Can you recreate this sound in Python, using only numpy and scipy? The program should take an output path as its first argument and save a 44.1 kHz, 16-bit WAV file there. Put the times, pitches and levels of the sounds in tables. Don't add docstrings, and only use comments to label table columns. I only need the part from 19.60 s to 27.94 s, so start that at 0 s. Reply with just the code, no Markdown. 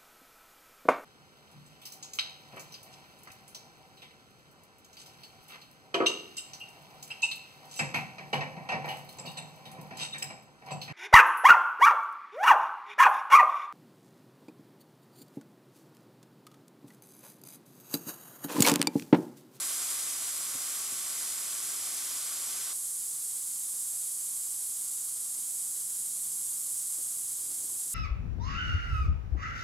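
import sys
import numpy as np
from scipy import signal
from scipy.fft import rfft, irfft
from scipy.io import wavfile

SR = 44100
rng = np.random.default_rng(int(sys.argv[2]) if len(sys.argv) > 2 else 0)


def store_pcm(level_fs):
    pcm = np.round(np.clip(level_fs, -1, 1) * 32767).astype(np.int16)
    wavfile.write(sys.argv[1], SR, np.atleast_2d(pcm).T)


N = 367794
T = np.arange(N) / SR
HZ = np.fft.rfftfreq(N, 1 / SR)
JUMP_S = 3.131


def gain_of(db):
    return 10 ** (np.asarray(db) / 20)


def unit_rms(pair):
    return pair / np.sqrt(np.mean(pair.mean(0) ** 2) + 1e-20)


def curve(table, column=1):
    columns = np.transpose(table)
    return np.interp(np.log(HZ + 1), np.log(columns[0] + 1), columns[column])


def wander(rate_hz):
    slow = irfft(rfft(rng.standard_normal(N)) / (1 + (HZ / rate_hz) ** 4), N)
    return slow / slow.std()


def minimum_phase(db):
    cepstrum = irfft(np.log(gain_of(db)), N)
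    cepstrum[1:N // 2] *= 2
    cepstrum[N // 2 + 1:] = 0
    return np.exp(rfft(cepstrum))


def bursts(per_s, spread_db=2.0):
    size = gain_of(spread_db * np.minimum(rng.exponential(1, N), 6))
    polarity = rng.choice([-1, 1], N)
    bursting = rng.random(N) < per_s / SR
    clicks = size * polarity * bursting
    return rfft(clicks / clicks.std())


def reflections(t60):
    echoes = rng.standard_normal(N) * gain_of(-60 * T / t60) * (T > 0.001)
    return rfft(echoes / np.linalg.norm(echoes))


# (frequency [Hz], width [Hz], gain [dB])
BOWL_RESONANCES = [(288, 44, 0.5), (408, 57, 2.5), (526, 130, 0.5), (630, 34, 3.5), (758, 86, 3.5),
                   (892, 170, -2), (1113, 160, 5.5), (1430, 300, 1.1), (1780, 340, -2.5), (2050, 160, 0.5),
                   (2724, 400, -3.5), (3130, 180, 1.5)]

def bowl_db():
    return sum(db * np.exp(-2 * ((HZ - hz) / width) ** 2) for hz, width, db in BOWL_RESONANCES)


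def fizz(level_db, coarse_db, spectrum, ports, balance, per_s, echo_db, t60, coarse_hz, spurt_db=0.3):
    shared, separate = bursts(per_s), bursts(per_s)
    coherence = np.clip(curve(ports), 0, 1)
    pair = np.array([shared, coherence * shared + np.sqrt(1 - coherence ** 2) * separate])
    pair *= 1 + gain_of(echo_db) * reflections(t60)
    lean = gain_of(curve(balance) / 2) * np.exp(0.5j * curve(ports, column=2))
    pair *= np.array([lean, 1 / lean])
    pair *= minimum_phase(curve(spectrum) + bowl_db())
    coarse = irfft(pair / (1 + (HZ / coarse_hz) ** 8), N)
    fine = irfft(pair, N) - coarse
    level_db = level_db + spurt_db * wander(rate_hz=30)
    coarse_db = coarse_db + spurt_db * wander(rate_hz=30)
    return gain_of(level_db) * unit_rms(fine + gain_of(coarse_db) * coarse)


# (frequency [Hz], relative spectral level [dB])
FOAM_SPECTRUM = [(100, -33.5), (280, -19), (560, -20.5), (1400, -14), (2400, -13), (4200, -10.5),
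                 (5000, -8), (6500, -5.5), (7600, 0), (9200, -1.5), (10800, -3), (12800, -9.5),
                 (14300, -16.5), (15700, -25)]
# (frequency [Hz], coherence [0-1], left phase lead [rad])
FOAM_COHERENCE = [(300, 0.6, -0.074), (1200, 0.93, -0.27), (4000, 0.85, -0.13), (6300, 1, -0.5),
                  (8600, 0.54, -0.65), (9400, 0.62, -.8), (12000, 0.8, -0.19), (14000, 0.06, -.3)]
# (frequency [Hz], left minus right [dB])
FOAM_BALANCE = [(500, 0), (2400, 0.9), (4100, 1.2), (6300, -1), (8600, -0.5), (9400, 0.5), (11500, -2),
                (13700, -6.3), (15500, -.5)]

def foam(surge_db=2, surge_s=0.52, thinning_db_per_s=0.5):
    level_db = -35.5 + surge_db * np.exp(-(T / surge_s) ** 3)
    coarse_db = 1.1 - thinning_db_per_s * T
    return fizz(level_db, coarse_db, FOAM_SPECTRUM, FOAM_COHERENCE, FOAM_BALANCE,
                per_s=18000, echo_db=-16.5, t60=0.16, coarse_hz=3060)


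# (frequency [Hz], relative spectral level [dB])
ROOM_SPECTRUM = [(20, -27), (40, -16), (55, -7), (80, -6), (115, 2.5), (165, -1), (290, -1.5), (480, -8),
                 (1100, -12.5), (2000, -34), (5000, -45)]

def room(bass_coherence=0.45, coherent_below_hz=130, lean_db=0.55, rise_db_per_s=0.44):
    shared, left, right = rng.standard_normal((3, N))
    coherence = bass_coherence / (1 + (HZ / coherent_below_hz) ** 2)
    pair = np.sqrt(coherence) * rfft(shared) + np.sqrt(1 - coherence) * rfft([left, right])
    noise = unit_rms(irfft(pair * gain_of(curve(ROOM_SPECTRUM) + bowl_db()), N))
    level_db = np.where(T < JUMP_S, -68.5, -69.5 + rise_db_per_s * (T - JUMP_S))
    return noise * gain_of(level_db) * gain_of([[-lean_db], [lean_db]])


# (time [s], peak level [dB])
KNOCK_IMPACTS = [(0.947, -47), (0.954, -41.5), (1.309, -53), (1.324, -45)]
# (frequency [Hz], relative level [dB], 60 dB decay time [s])
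KNOCK_RESONANCES = [(135, -13, .09), (266, 2, 0.044), (360, -4, 0.057), (513, -5, 0.061)]

def knocks(cutoff_hz=90):
    t = T[:SR // 4]
    ring = sum(gain_of(db - 60 * t / t60) * np.sin(2 * np.pi * hz * t)
               for hz, db, t60 in KNOCK_RESONANCES)
    ring = signal.sosfilt(signal.butter(2, cutoff_hz, "highpass", fs=SR, output="sos"), ring)
    ring /= abs(ring).max()
    out = np.zeros(N)
    for start, db in KNOCK_IMPACTS:
        out[round(start * SR):][:len(t)] += gain_of(db) * ring
    return out


# (time [s], level [dB])
CRUMB_GAS_FLOW = [(3.15, -35), (3.7, -35.5), (4.45, -34.5), (5.75, -35.5), (6.03, -34.5), (6.18, -35),
                  (7.1, -34), (8.0, -35.5), (8.34, -34.5)]
# (frequency [Hz], relative spectral level [dB])
CRUMB_SPECTRUM = [(200, -41), (700, -28), (2400, -28), (3300, -23.5), (4300, -20), (4800, -16.5),
                  (5700, -15.5), (7400, -3), (8300, 0), (9500, -2), (10700, -2.6), (12000, -8),
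                  (14500, -19), (15700, -25)]
# (frequency [Hz], coherence [0-1], left phase lead [rad])
CRUMB_COHERENCE = [(400, 0.075, 0), (1200, 0.53, 0.062), (2030, 1, -0.018), (6900, 0.98, 0.061),
                   (9900, 0.84, 0.48), (11100, 0.92, .1), (14000, 0.87, .1), (15500, .55, -.3)]
# (frequency [Hz], left minus right [dB])
CRUMB_BALANCE = [(4000, 0), (9300, -0.5), (10300, -4.5), (13300, -3), (15300, -7)]

def crumb(thinning_db_per_s=0.21):
    flow_db = np.interp(T, *np.transpose(CRUMB_GAS_FLOW))
    excess_db = flow_db - flow_db[T > JUMP_S].mean()
    coarse_db = 0.37 - excess_db - thinning_db_per_s * (T - JUMP_S)
    return fizz(flow_db, coarse_db, CRUMB_SPECTRUM, CRUMB_COHERENCE, CRUMB_BALANCE,
                per_s=26000, echo_db=-16, t60=0.26, coarse_hz=5700)


# (centre time [s], half length [s], level [dB])
RUSTLE_SWELLS = [(5.78, 0.037, -71), (7.39, .03, -66), (7.97, 0.32, -66.5)]
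# (frequency [Hz], relative spectral level [dB])
RUSTLE_SPECTRUM = [(40, -20), (110, -1), (190, -8), (300, 1), (500, -7.5), (1000, -13), (2000, -28),
                   (5000, -50)]

def rustles(lump_db=3.0, lump_hz=14, stereo_spread=0.7):
    swell = sum(gain_of(db) * np.exp(-((T - centre) / half) ** 2) for centre, half, db in RUSTLE_SWELLS)
    pair = rng.standard_normal(N) + stereo_spread * rng.standard_normal((2, N))
    noise = unit_rms(irfft(rfft(pair) * gain_of(curve(RUSTLE_SPECTRUM)), N))
    return noise * swell * gain_of(lump_db * wander(lump_hz))


# (start [s], end [s], frequency [Hz], level [dB])
HUM_TONES = [(5.9, 6.85, 49, -82), (6.2, 6.98, 199.7, -74)]

def hums(waver_depth=0.2, waver_hz=6):
    out = np.zeros(N)
    for start, end, hz, db in HUM_TONES:
        from_centre = np.clip(2 * (T - start) / (end - start) - 1, -1, 1)
        swell = 1 - from_centre ** 4
        waver = 1 + waver_depth * wander(waver_hz)
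        tone = np.sqrt(2) * np.sin(2 * np.pi * hz * T)
        out += gain_of(db) * swell * waver * tone
    return out


def scene():
    fizzing = np.where(T < JUMP_S, foam(), crumb())
    return fizzing + room() + knocks() + rustles() + hums()


def record(dry):
    cutoff_hz = 15800
    low_pass = signal.firwin(511, cutoff_hz, window=("kaiser", 9), fs=SR)
    return signal.oaconvolve(dry, low_pass[None], "same", axes=1)


dry = scene()
out = record(dry)
store_pcm(out)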